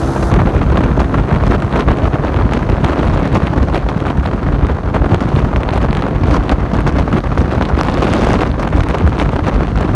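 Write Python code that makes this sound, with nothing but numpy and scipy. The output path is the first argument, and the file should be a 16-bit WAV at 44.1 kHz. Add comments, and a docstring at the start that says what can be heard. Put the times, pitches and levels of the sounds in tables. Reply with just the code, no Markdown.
"""On an open road, from an unshielded microphone on the rider of a small single-cylinder motorcycle.
At first the bright engine clatter is clear and the air calmer; within a third of a second it turns rough.
Then wind covers the ride: low rumble and heavy thuds, a ragged roar, eddies and ticks snapping at the port.
The engine hum, a stack of orders of the firing rate, slowly climbs and fades under it as speed is gained.
The wind is filtered noise in spurts, strongest a little after 8 s; a fast limiter squashes the peaks."""
import sys
import numpy as np
from scipy import signal
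from scipy.fft import rfft, irfft, next_fast_len
from scipy.io import wavfile
from scipy.ndimage import uniform_filter1d, minimum_filter1d

SR = 44100
rng = np.random.default_rng(int(sys.argv[2]) if len(sys.argv) > 2 else 0)


def decibels_to_gain(level_db):
    """Convert a level in decibels to a linear amplitude gain (20 dB per decade)."""
    exponent = np.asarray(level_db, float) / 20
    return 10 ** exponent


def output_pcm(signal):
    """Save a mono or channel-first signal as 16-bit PCM at the path in sys.argv[1].

    Samples are clipped to [-1, 1] before scaling.
    """
    pcm = np.clip(np.atleast_2d(signal).T, -1, 1) * 32767
    wavfile.write(sys.argv[1], SR, np.round(pcm).astype(np.int16))


N = 438794
t = np.arange(N) / SR


def evened(x):
    """Scales to rms 1."""
    return x / np.sqrt(np.mean(x ** 2) + 1e-20)


def curve(rows):
    """Each column of a table, after its times in s, as a value for every sample."""
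    s, *columns = np.transpose(rows)
    return [np.interp(t, s, c) for c in columns]


def colour(x, points, lo_hz=0, hi_hz=1e5):
    """Causal minimum-phase filter with a given spectrum, sloping off outside lo..hi; white noise stays at rms 1."""
    hz = np.abs(np.fft.fftfreq(16384, 1 / SR)) + 1
    f, db = np.transpose(points)
    gain = decibels_to_gain(np.interp(np.log(hz), np.log(f), db))
    gain = gain / (1 + (lo_hz / hz) ** 3) / (1 + (hz / hi_hz) ** 3)
    log_gain = np.log(np.maximum(gain, 1e-7))
    taps = np.fft.ifft(np.exp(np.conj(signal.hilbert(log_gain)))).real[:8192]
    return signal.oaconvolve(x, taps / np.linalg.norm(taps))[:N]


def flutter(lo_hz, hi_hz, slope):
    """Random wobble of rms 1 with rates between lo and hi, the slow ones stronger."""
    hz = np.fft.rfftfreq(N, 1 / SR) + 1e-3
    shape = hz ** -slope / (1 + (lo_hz / hz) ** 4) / (1 + (hz / hi_hz) ** 2)
    return evened(irfft(rfft(rng.standard_normal(N)) * shape, N))


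def spells(start_length, heights, edge_s):
    """Plateaus of the given heights with soft edges."""
    steps = np.zeros(N + 1)
    for (s, length), height in zip(start_length, heights):
        start, end = min(round(s * SR), N), min(round((s + length) * SR), N)
        steps[start:end] += height
    edge = max(round(edge_s * SR), 1)
    return uniform_filter1d(uniform_filter1d(steps[:N], edge), edge)


def scattered(per_s, spread_db):
    """Random moments after the calmer start, each with a random lift of rms spread_db."""
    draw = rng.random((round(per_s * N / SR), 2))
    moments = .33 + draw[:, 0] * (N / SR - .4)
    lifts_db = spread_db * (2 * draw[:, 1] - 1) * np.sqrt(3)
    return zip(moments, lifts_db)


def hum(rate, turns):
    """Clean orders of the firing rate; a panel lifts each order that passes through its resonance."""
    # orders: multiple of the firing rate, level_db
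    orders = [(1, -4), (2, 1), (3, -8), (4, -4), (5, -10), (6, -12), (7, -10), (9, -18), (10, -19),
              (13, -18), (15, -18)]
    # panel resonance: pitch_hz, width_hz, lift_db
    panel_hz, width_hz, lift_db = (335, 5, 9)
    out = np.zeros(N)
    for k, db in orders:
        lift = lift_db / (1 + ((k * rate - panel_hz) / width_hz) ** 2)
        out += decibels_to_gain(db + lift) * np.cos(2 * np.pi * (k * turns + rng.random()))
    return np.sqrt(2) * out


def rasp(turns):
    """Exhaust rasp: gas leaves in one noisy puff a firing."""
    # exhaust level: time_s, level_db
    rasp_level = [(0, -26), (.3, -21.5), (.5, -30), (3, -31.5), (6, -36.5), (9.95, -37.5)]
    # exhaust colour: pitch_hz, density_db (per Hz)
    rasp_colour = [(250, -18), (500, 3), (900, 3), (1400, -3.5), (1800, -11), (2600, -42.5)]
    puffs = (.5 + np.exp(-(turns % 1) / 0.2)) * rng.standard_normal(N)
    return decibels_to_gain(curve(rasp_level)[0]) * colour(evened(puffs), rasp_colour)


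def clatter(turns):
    """Valve and exhaust clatter: noise puffed out twice a firing, and a casing mode struck at each firing."""
    # clatter level: time_s, level_db
    clatter_level = [(0, -42), (.295, -42), (.33, -52), (.6, -55), (2, -58), (4, -61), (9.95, -61)]
    # clatter colour: pitch_hz, density_db (per Hz)
    clatter_colour = [(1200, -30), (2200, -7), (3200, -4), (3750, 1), (4200, -3), (5500, -2), (7200, 0),
                      (8400, -1.5), (11500, -1), (12500, -30)]
    # casing mode: pitch_hz, width_hz, level_db (against the puffs)
    ring_hz, width_hz, ring_db = (6300, 170, -9)
    first = .9 * np.exp(-(turns % 1) / .2)
    second = .5 * np.exp(-((turns + .5) % 1) / .2)
    puffs = (1 + first + second) * rng.standard_normal(N)
    knocks = np.exp(-(turns % 1) / .04) * (np.cos(2 * np.pi * ring_hz * t) + 3 * rng.standard_normal(N))
    r = np.exp(-np.pi * width_hz / SR)
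    ring = signal.lfilter([1], [1, -2 * r * np.cos(2 * np.pi * ring_hz / SR), r * r], knocks)
    mixed = colour(evened(puffs), clatter_colour) + decibels_to_gain(ring_db) * evened(ring)
    return decibels_to_gain(curve(clatter_level)[0]) * mixed


def engine():
    """One cylinder whose firing rate climbs slowly, driving hum, rasp and clatter together."""
    # engine speed: time_s, firing_rate_hz, hum_level_db
    speed = [(0, 66.7, -24), (.5, 67.5, -26), (1, 67.9, -26), (2, 69.3, -29), (7, 73.7, -29),
             (8, 74.5, -31), (9.95, 75.6, -31)]
    rate, hum_db = curve(speed)
    turns = np.cumsum(rate) / SR  # counted in firings
    waver_db = 2.5 * flutter(1.5, 12, .4) - 1
    return decibels_to_gain(hum_db + waver_db) * hum(rate, turns) + rasp(turns) + clatter(turns)


def wind():
    """Drives in dB for rumble, roar, brightness and hiss: the air stream, plus gusts and surges, with lulls."""
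    # air stream past the rider: time_s, strength_db (against the usual)
    stream = [(0, 3), (.3, 1), (.8, 1.5), (1.1, 0.5), (2.2, 1), (3.2, 2.5), (3.6, 2), (4.9, 0), (5.3, 3),
              (5.6, 0.5), (7.4, 2), (7.9, 1), (8.2, 7), (8.4, 5.5), (8.55, 1), (8.8, 2), (9.95, 2.5)]
    # gusts that tear at the port: start_s, length_s, roar_db, brightness_db
    gusts = np.array([(0.306, 0.11, -23.5, -45), (0.452, 0.058, -23.5, -44), (0.546, 0.063, -23, -43),
                      (0.712, 0.21, -24, -45), (0.99, 0.037, -13.5, -29.5), (1.141, 0.079, -26, -41),
                      (1.287, 0.083, -20.5, -43), (1.398, 0.039, -21.5, -43), (1.452, 0.032, -21, -33),
                      (1.492, 0.07, -15, -30), (1.724, 0.11, -17.5, -34), (1.872, 0.069, -20, -38),
                      (2.016, 0.063, -21, -36), (2.126, 0.036, -22, -46), (2.234, 0.068, -22, -42),
                      (2.365, 0.069, -23, -47), (2.532, 0.045, -20.5, -31), (2.69, 0.035, -18.5, -36),
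                      (2.828, 0.11, -20.5, -34), (2.968, 0.12, -22.5, -35), (3.113, 0.058, -21.5, -34),
                      (3.18, 0.093, -20.5, -39), (3.328, 0.058, -19, -32), (3.429, 0.052, -23, -39),
                      (3.731, 0.057, -17, -28), (4.057, 0.053, -18, -33), (4.245, 0.032, -28, -42),
                      (4.52, 0.043, -25, -45), (4.608, 0.044, -24, -52), (4.69, 0.026, -22, -46),
                      (4.936, 0.04, -16.5, -34), (5.095, 0.079, -21.5, -40), (5.358, 0.068, -27, -38),
                      (5.727, 0.055, -19.5, -30), (5.813, 0.035, -17.5, -31.5), (5.957, 0.04, -24.5, -39),
                      (6.021, 0.069, -28, -43), (6.237, 0.14, -23, -33.5), (6.474, 0.055, -20.5, -33.5),
                      (6.73, 0.07, -23.5, -38), (6.865, 0.047, -20.5, -34), (6.958, 0.063, -24, -38),
                      (7.126, 0.065, -20, -33), (7.377, 0.036, -20, -30), (7.513, 0.047, -20.5, -32),
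                      (7.612, 0.032, -24, -37), (7.767, 0.051, -14, -27), (7.841, 0.52, -21, -30.5),
                      (8.401, 0.024, -15.5, -27), (8.622, 0.029, -21.5, -36), (8.749, 0.056, -21, -34),
                      (8.892, 0.061, -25, -37), (8.991, 0.026, -23.5, -41), (9.061, 0.021, -21, -38),
                      (9.184, 0.048, -18, -25.5), (9.356, 0.055, -25, -44), (9.439, 0.064, -19.5, -33),
                      (9.59, 0.064, -28.5, -46), (9.805, 0.061, -26, -42)])
    # surges of rumble: start_s, length_s, rumble_db
    surges = np.array([(0.229, 0.034, -14), (0.32, 0.106, -4), (0.456, 0.04, -7), (0.54, 0.32, -12.5),
                       (0.873, 0.156, -14), (1.148, 0.09, -9.5), (1.324, 0.045, -11), (1.425, 0.167, -13),
                       (1.715, 0.11, -23), (1.86, 0.062, -12), (2.017, 0.092, -18), (2.352, 0.12, -13),
                       (2.68, 0.078, -14), (2.837, 0.034, -21), (2.986, 0.182, -13), (3.326, 0.044, -17),
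                       (3.421, 0.021, -14), (3.614, 0.056, -15), (3.728, 0.032, -16), (4.15, 0.046, -17),
                       (4.267, 0.026, -14), (4.329, 0.03, -16), (4.435, 0.054, -16), (4.536, 0.037, -10),
                       (4.626, 0.039, -5), (4.856, 0.041, -21), (5.004, 0.048, -15.5), (5.114, 0.054, -7),
                       (5.216, 0.076, -16.5), (5.334, 0.136, -14.5), (5.556, 0.026, -7),
                       (5.762, 0.086, -17), (5.87, 0.11, -17), (6.144, 0.29, -12), (6.51, 0.03, -16),
                       (6.622, 0.05, -17), (6.74, 0.092, -16), (6.863, 0.038, -12), (6.927, 0.1, -11),
                       (7.13, 0.078, -11.5), (7.288, 0.084, -19), (7.39, 0.032, -15), (7.576, 0.082, -13),
                       (7.727, 0.1, -24), (8.008, 0.11, -20), (8.257, 0.134, -13), (8.47, 0.088, -13),
                       (8.61, 0.044, -19), (8.724, 0.087, -13), (9.018, 0.073, -10.5), (9.217, 0.084, -14),
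                       (9.35, 0.032, -19), (9.43, 0.023, -9), (9.546, 0.078, -13.5), (9.75, 0.048, -10),
                       (9.91, 0.03, -7)])
    # lulls, when the stream leaves the port: start_s, length_s, change_db (a few are lifts)
    lulls = np.array([(0.509, 0.028, -2), (1.046, 0.072, -1), (1.242, .04, 0), (1.58, .035, -5),
                      (1.666, 0.034, -1.5), (1.828, 0.032, -4.5), (1.96, .03, 4.5), (2.086, 0.035, -6),
                      (3.32, 0.038, 2), (3.834, 0.026, -5), (4.134, 0.038, -7), (4.201, 0.04, -4),
                      (4.564, 0.026, -4.5), (4.8, 0.032, -7), (4.907, .025, -2), (5.153, 0.023, -9),
                      (5.544, 0.027, -1), (5.584, 0.016, -2), (6.116, 0.045, -1.5), (6.45, 0.045, -1),
                      (6.719, 0.016, -10), (6.902, .03, -5), (7.198, .035, -8), (8.52, 0.048, -2.5),
                      (8.68, 0.024, -4), (9.1, .02, -4), (9.398, 0.034, -5.5), (9.721, 0.028, -7)])
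    # usual drive in dB, and dB gained for each dB of stream strength
    rumble_law, roar_law = (-15.5, 0.31), (-22, 1.05)
    bright_law, hiss_law = (-41.5, 1.8), (-59.5, 2.2)
    gust_edge_s, surge_edge_s, lull_edge_s = 0.0094, 0.027, .012
    rumble_share, bright_share = 0.49, 1.6  # of each lull's change

    strength_db = curve(stream)[0]
    lull_db = spells(lulls[:, :2], lulls[:, 2], lull_edge_s)

    def level(law, rows, column, edge_s):
        """Steady stream and its spells, added as amplitudes."""
        steady = decibels_to_gain(law[0] + law[1] * strength_db)
        return 20 * np.log10(steady + spells(rows[:, :2], decibels_to_gain(rows[:, column]), edge_s))

    rumble_db = level(rumble_law, surges, 2, surge_edge_s) + rumble_share * lull_db
    roar_db = level(roar_law, gusts, 2, gust_edge_s) + lull_db
    bright_db = level(bright_law, gusts, 3, gust_edge_s) + bright_share * lull_db
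    calm_db = 20 * np.clip((.33 - t) * 20, 0, 1)  # the hiss sets in as the air turns rough
    hiss_db = hiss_law[0] + hiss_law[1] * strength_db - calm_db
    return rumble_db, roar_db, bright_db, hiss_db


def thuds():
    """Heavy buffets: each a low pressure swing that grows, then dies within about three cycles."""
    # buffets: start_s, level_db, swing_hz
    buffets = [(0.325, -2, 124), (0.452, 0, 196), (0.549, -5, 116), (0.984, 3, 66), (1.149, -8, 143),
               (1.319, 3, 137), (1.419, -2, 141), (1.638, -1, 101), (1.871, -7, 61.9), (2.029, -1, 58.3),
               (2.378, -2, 59), (2.83, 1.5, 155), (2.985, -4, 65.6), (3.334, 2.5, 102), (3.415, 0, 62.4),
               (3.605, 2, 69), (3.704, -6, 72), (3.84, -1, 54.7), (3.96, 3, 160), (4.182, 2, 69),
               (4.256, -8, 75.4), (4.622, 6, 70.3), (4.702, 1, 68.3), (4.852, -6, 51.5), (5.116, -4, 83.4),
               (5.33, 0, 62), (5.557, -2, 66.3), (5.757, -1, 62.5), (6.312, -6, 70.5), (6.491, -7, 70.0),
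               (6.616, -15, 80.7), (6.731, 3, 202), (6.854, -2, 135), (7.127, -3, 161), (7.238, -12, 64),
               (7.389, 3, 93), (7.561, -6, 128), (7.718, -6, 65), (8.582, -7, 57), (8.732, -10, 64),
               (8.888, -3, 59.2), (9.05, 6, 71), (9.197, -14, 51.1), (9.425, -3, 96), (9.537, -7, 54.7),
               (9.748, -12, 62.3)]
    out = np.zeros(N)
    for s, level_db, hz in buffets:
        u = np.arange(int(3.2 * SR / hz)) * hz / SR  # in cycles
        swing = np.sin(2 * np.pi * u) * u * np.exp(-u / 0.71)
        part = out[round(s * SR):][:len(u)]
        part += 1.5687 * decibels_to_gain(level_db) * swing[:len(part)]
    return out


def rumble(spurts, rumble_db):
    """Large slow vortices heard as lumpy low noise, with the single heavy thuds."""
    # rumble colour: pitch_hz, density_db (per Hz)
    rumble_colour = [(11, -17), (18, -39.5), (42, 0.5), (64, -0.5), (285, -9.5), (400, -13), (520, -36.5),
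                     (880, -120)]
    slow_spurts = uniform_filter1d(spurts, size=600)
    lumps_db = rumble_db - 5.0 + 3.87 * flutter(15.3, 43, 0.13) + 1.7 * slow_spurts
    return decibels_to_gain(lumps_db) * colour(rng.standard_normal(N), rumble_colour, hi_hz=229.0) + thuds()


def eddies():
    """Pressure envelopes of eddies bursting at the port, for middle and treble: quick swell, slower fall."""
    # bursts: time_s, middle_db, treble_db (strengths ahead of the band weights), fall_ms
    bursts = [(0.015, -12, -31, 6), (0.034, -17, -28, 5.5), (0.162, -4, -35, 8.9), (0.227, -1.5, -22, 7.6),
              (0.34, -3, -27, 5.5), (0.362, -1, -35, 4.5), (0.391, 3, -35, 6.4), (0.472, -8, -35, 6),
              (0.54, -12, -39, 6), (0.579, -10, -32, 5.4), (0.614, -2, -36, 6.4), (0.7, -5, -33, 6.6),
              (0.773, -2, -22, 4), (0.808, -6, -34, 6), (0.837, -8, -33, 6), (1.0, -11, -21, 6.7),
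              (1.142, 1, -30, 7.7), (1.184, -9, -39, 6), (1.291, -11, -35, 5.5), (1.326, -9, -32, 6),
              (1.424, -9, -35, 6), (1.457, -13, -33, 5.1), (1.506, -6, -26, 6), (1.539, -5, -35, 6),
              (1.621, -4, -32, 8.3), (1.758, -2, -29, 8.8), (1.794, -2, -22, 6), (1.884, 3, -29, 5.6),
              (1.913, -14, -34, 6), (1.983, -15, -36, 5.1), (2.055, -3, -30, 6), (2.141, -6, -33, 5.6),
              (2.363, -13, -35, 6), (2.535, -8, -25, 5.4), (2.591, -9, -35, 7.5), (2.689, -12, -34, 5.5),
              (2.841, -4, -29, 11), (2.932, -5, -38, 6), (2.966, -7, -38, 4.3), (2.991, -7, -32, 7.4),
              (3.068, -13, -32, 6), (3.25, -11, -42, 5.1), (3.354, 3, -24, 8), (3.432, -12, -37, 5.5),
              (3.58, -5, -37, 6), (3.748, -13, -35, 4.8), (3.888, -8, -28, 8.8), (4.001, -13, -33, 6),
              (4.068, -17, -36, 4.8), (4.173, -9.5, -35, 6.5), (4.258, -9, -32, 4.6), (4.329, -9, -38, 6),
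              (4.465, -5, -35, 4.9), (4.636, -12, -33, 6), (4.696, -9, -37, 6), (4.944, -10, -31, 6),
              (5.094, -14, -37, 5.5), (5.122, -12, -33, 4.9), (5.144, -3, -33, 6), (5.206, -4, -25.5, 7.6),
              (5.288, -7, -28, 5.3), (5.387, -4, -29, 6), (5.444, -1.5, -26, 6.5), (5.511, -12, -39, 6.7),
              (5.562, -5, -28, 8.4), (5.633, -2, -33, 3.8), (5.688, -2, -34, 6), (5.734, -11, -32, 6.7),
              (5.828, -12, -34, 5.5), (5.929, -10, -29, 5), (5.97, -3, -33, 5), (6.022, -5.5, -39, 4.9),
              (6.065, -13, -40, 5.1), (6.238, -6, -41, 5.2), (6.309, 0, -22, 6), (6.34, 1, -22, 10),
              (6.365, -5, -27, 4.6), (6.435, -9, -30, 6), (6.496, -3, -37, 6), (6.517, 0, -24, 6.6),
              (6.735, -6, -26, 6.7), (6.806, -10, -34, 6), (6.876, -2, -18, 6.5), (6.954, -10, -35, 4.4),
              (6.99, -5, -28, 8.1), (7.127, -3, -31, 6), (7.171, -4, -28, 6), (7.256, -13, -42, 6),
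              (7.317, -6, -36, 5.5), (7.382, -17, -35, 5.6), (7.457, -6, -33, 6), (7.512, -12, -33, 5.3),
              (7.578, -8, -37, 6), (7.623, 1, -22, 5), (7.689, -3, -25, 6), (7.789, -3, -26, 4.7),
              (7.883, -6, -32, 6), (8.022, 0, -22, 7.8), (8.1, -15, -29, 3.4), (8.136, -1, -24, 6.8),
              (8.235, -7, -32, 6), (8.279, -5, -30, 6), (8.332, -5, -33, 6), (8.416, -2, -25, 5),
              (8.595, -3.5, -25, 9.9), (8.675, -5, -34, 4.6), (8.727, -6, -38, 6), (8.805, -5, -30, 6.3),
              (8.896, -11, -30, 5.3), (8.944, 0, -26, 7), (8.983, -17, -35, 5.5), (9.064, -10, -35, 6),
              (9.128, -8, -34, 6), (9.188, -6.5, -26, 6.6), (9.255, -9, -34, 7.2), (9.359, -12, -33, 6),
              (9.486, -8, -30, 6), (9.542, -6, -28, 6), (9.775, -8, -35, 5), (9.806, -5, -30, 6.6),
              (9.891, -5, -36, 4.9)]
    # the many lesser ones: rate_per_s, middle_db, treble_db, fall_ms, spread_db
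    per_s, small_db, small_treble_db, small_ms, spread_db = (5, -15, -42, 6, 4.0)
    small = [(s, small_db + db, small_treble_db + db, small_ms) for s, db in scattered(per_s, spread_db)]
    middle, treble = np.zeros((2, N))
    for s, middle_db, treble_db, ms in list(bursts) + small:
        at = max(round((s - .002) * SR), 0)  # the swell begins 2 ms ahead
        u = t[:min(2000, N - at)] * 1000  # in ms
        middle[at:at + len(u)] += decibels_to_gain(middle_db) * (1 - np.exp(-(u / 1.53) ** 2)) * np.exp(-u / ms)
        treble[at:at + len(u)] += decibels_to_gain(treble_db) * (1 - np.exp(-(u / 1.4) ** 2)) * np.exp(-u / (1.25 * ms))
    return middle, treble


def ticks():
    """Sharp ticks at the port: about one cycle of pressure under a short bell, with a noisy snap on it."""
    # single ticks: start_s, level_db, edge_db (against the tick)
    sharp = [(0.3395, -13, -10), (0.4698, -26, -14), (0.5643, -19, -17), (0.7718, -10.5, -21),
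             (0.8064, -19.5, -15), (1.1428, -19, -9), (1.348, -18, -13), (1.6217, -23, -6),
             (1.7258, -19.5, -19), (1.8065, -15, -15), (2.3422, -17, -19), (2.3624, -18, -19),
             (2.5345, -10, -10), (2.8457, -12, -9), (3.8876, -18, -13), (4.003, -21, -12),
             (4.1731, -28, -5), (4.2608, -19, -16), (4.6684, -19.5, -14), (5.1448, -12.5, -9),
             (5.2055, -21, -9), (5.5605, -9, -23), (5.6328, -16.5, -17), (5.6894, -15.5, -21),
             (5.726, -20, -15), (5.9288, -13, -15), (5.95, -17, -9), (5.9693, -18, -7), (6.0219, -19, -11),
             (6.4936, -12, -13), (6.8054, -18, -9), (6.868, -14, -8), (6.9888, -20, -2), (7.1283, -14, -13),
             (7.3823, -26, -14), (7.513, -19, -12), (7.6234, -13, -15), (7.652, -18, -13), (7.833, -14, -4),
             (8.0972, -29, -12), (8.1355, -3, -3), (8.2342, -24, -10), (8.3316, -18, -4), (8.627, -18, -9),
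             (8.6758, -16, -12), (8.806, -13, -14), (8.835, -17.5, -8), (8.8861, -16.5, -5.5),
             (8.984, -20, -7), (9.064, -24, -9), (9.1284, -27, -16), (9.1807, -21, -14), (9.1982, -10, -14),
             (9.775, -19, -14), (9.8096, -19.5, -5)]
    # the many fainter ones: rate_per_s, level_db, edge_db, spread_db
    per_s, small_db, small_edge_db, spread_db = (8.5, -26.5, -10.5, 2.5)
    rows = list(sharp) + [(s, small_db + db, small_edge_db) for s, db in scattered(per_s, spread_db)]
    out = np.zeros(N)
    u = t[:100] - t[40]  # s from the middle of the tick
    for s, level_db, edge_db in rows:
        cycles = 2700 * u * np.exp(.15 * rng.standard_normal())
        wave = np.sin(2 * np.pi * cycles) + 2.1 * np.sin(.9 * np.pi * cycles)
        body = wave * np.exp(-(u / 0.00029) ** 2)
        noise = uniform_filter1d(rng.standard_normal(len(u)), size=3)
        edge = decibels_to_gain(edge_db) * 2 * np.gradient(noise) * np.exp(-(u / .0003) ** 2)
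        out[round(s * SR):][:len(u)] += decibels_to_gain(level_db) * (body + edge)
    return out


def roar(spurts, roar_db, bright_db, hiss_db):
    """Turbulence at the port: five bands share one noise and one pattern of spurts, each swayed to its own
    depth, plus a hiss."""
    # roar colour: pitch_hz, density_db (per Hz)
    roar_colour = [(88, -42.5), (150, 0.5), (290, -2), (468, -5), (1050, -11.5), (6440, -37.5),
                   (11200, -53), (12000, -55), (15600, -123), (22000, -120)]
    ragged = np.interp(t, [.28, .33], [.45, 1])  # the air is calmer in the first moments
    air = rng.standard_normal(N)
    spurts = ragged * spurts
    snaps = ragged * flutter(60, 1340, 0.23)
    middle, treble = eddies()

    low = decibels_to_gain(roar_db - 3.0 + 2.4 * spurts + 2.65 * flutter(23, 72, 0.55)) + 0.31 * middle
    mid = decibels_to_gain(roar_db - 4.5 + 3.15 * spurts + 4.82 * snaps) + 0.53 * middle
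    upper = decibels_to_gain(bright_db - 2.5 + 3.44 * spurts + 3.55 * snaps + 2.46 * flutter(37, 400, 0.19))
    upper += 0.017 * middle + 1.3 * treble
    high = decibels_to_gain(bright_db - 17 + 4.5 * spurts + 4.9 * snaps + 3.2 * flutter(28, 300, 0.18))
    high += 0.62 * treble
    top = decibels_to_gain(1.02 * bright_db - 20 + 3.3 * spurts + 4.2 * snaps + 3.5 * flutter(28, 300, .2))
    top += 0.19 * treble
    hiss = decibels_to_gain(hiss_db + 1.2 * spurts + 0.86 * snaps) * rng.standard_normal(N)

    out = colour(low * air, roar_colour, 192, 704)
    out += colour(mid * air, roar_colour, 490, 2326)
    out += colour(upper * air, roar_colour, 1930, 3150)
    out += colour(high * air, roar_colour, 3440, 8000)
    out += colour(top * air, roar_colour, 6500)
    return out + colour(hiss, roar_colour, 4000)


def scene():
    """Engine and wind at one microphone; one pattern of spurts runs through rumble and roar."""
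    spurts = flutter(9.2, 115, 0.32)
    rumble_db, roar_db, bright_db, hiss_db = wind()
    mix = engine() + rumble(spurts, rumble_db) + roar(spurts, roar_db, bright_db, hiss_db) + ticks()
    return mix[None]


def roll_off(x):
    """The treble ends steeply here."""
    return signal.sosfilt(signal.butter(12, 12170, fs=SR, output="sos"), x)


def record(dry):
    """Microphone: port ripple and low cut, a fast limiter that squashes the peaks, and a treble cut."""
    # microphone port response: pitch_hz, gain_db
    port = [(600, 0.5), (850, -3), (1300, -1.5), (2000, -1.5), (3000, 0), (4400, 5.5), (4850, 3.5),
            (6200, 2), (7300, -2), (8600, -2), (9500, -2), (10300, -7), (11000, -4.5), (11600, -4)]
    size = next_fast_len(N + SR // 4)
    hz = np.fft.rfftfreq(size, 1 / SR) + 1e-3
    f, db = np.transpose(port)
    low_cut = 1 / np.sqrt(1 + (37 / hz) ** 8)
    response = decibels_to_gain(np.interp(hz, f, db)) * low_cut
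    heard = irfft(rfft(dry, size) * response, size)[:, :N]

    # the highest peak within about 3.4 ms either side, smoothed, sets the limiter's gain
    highest = -minimum_filter1d(-abs(heard), size=301, axis=1)
    peak = uniform_filter1d(highest, size=151, axis=1)
    held = heard / (1 + (peak / .97) ** 7) ** (1 / 7)

    treble_cut = signal.firwin(255, 11750, window=("kaiser", 8), fs=SR)
    return roll_off(signal.oaconvolve(held, treble_cut[None], "same"))


dry = scene()
out = record(dry)
output_pcm(out)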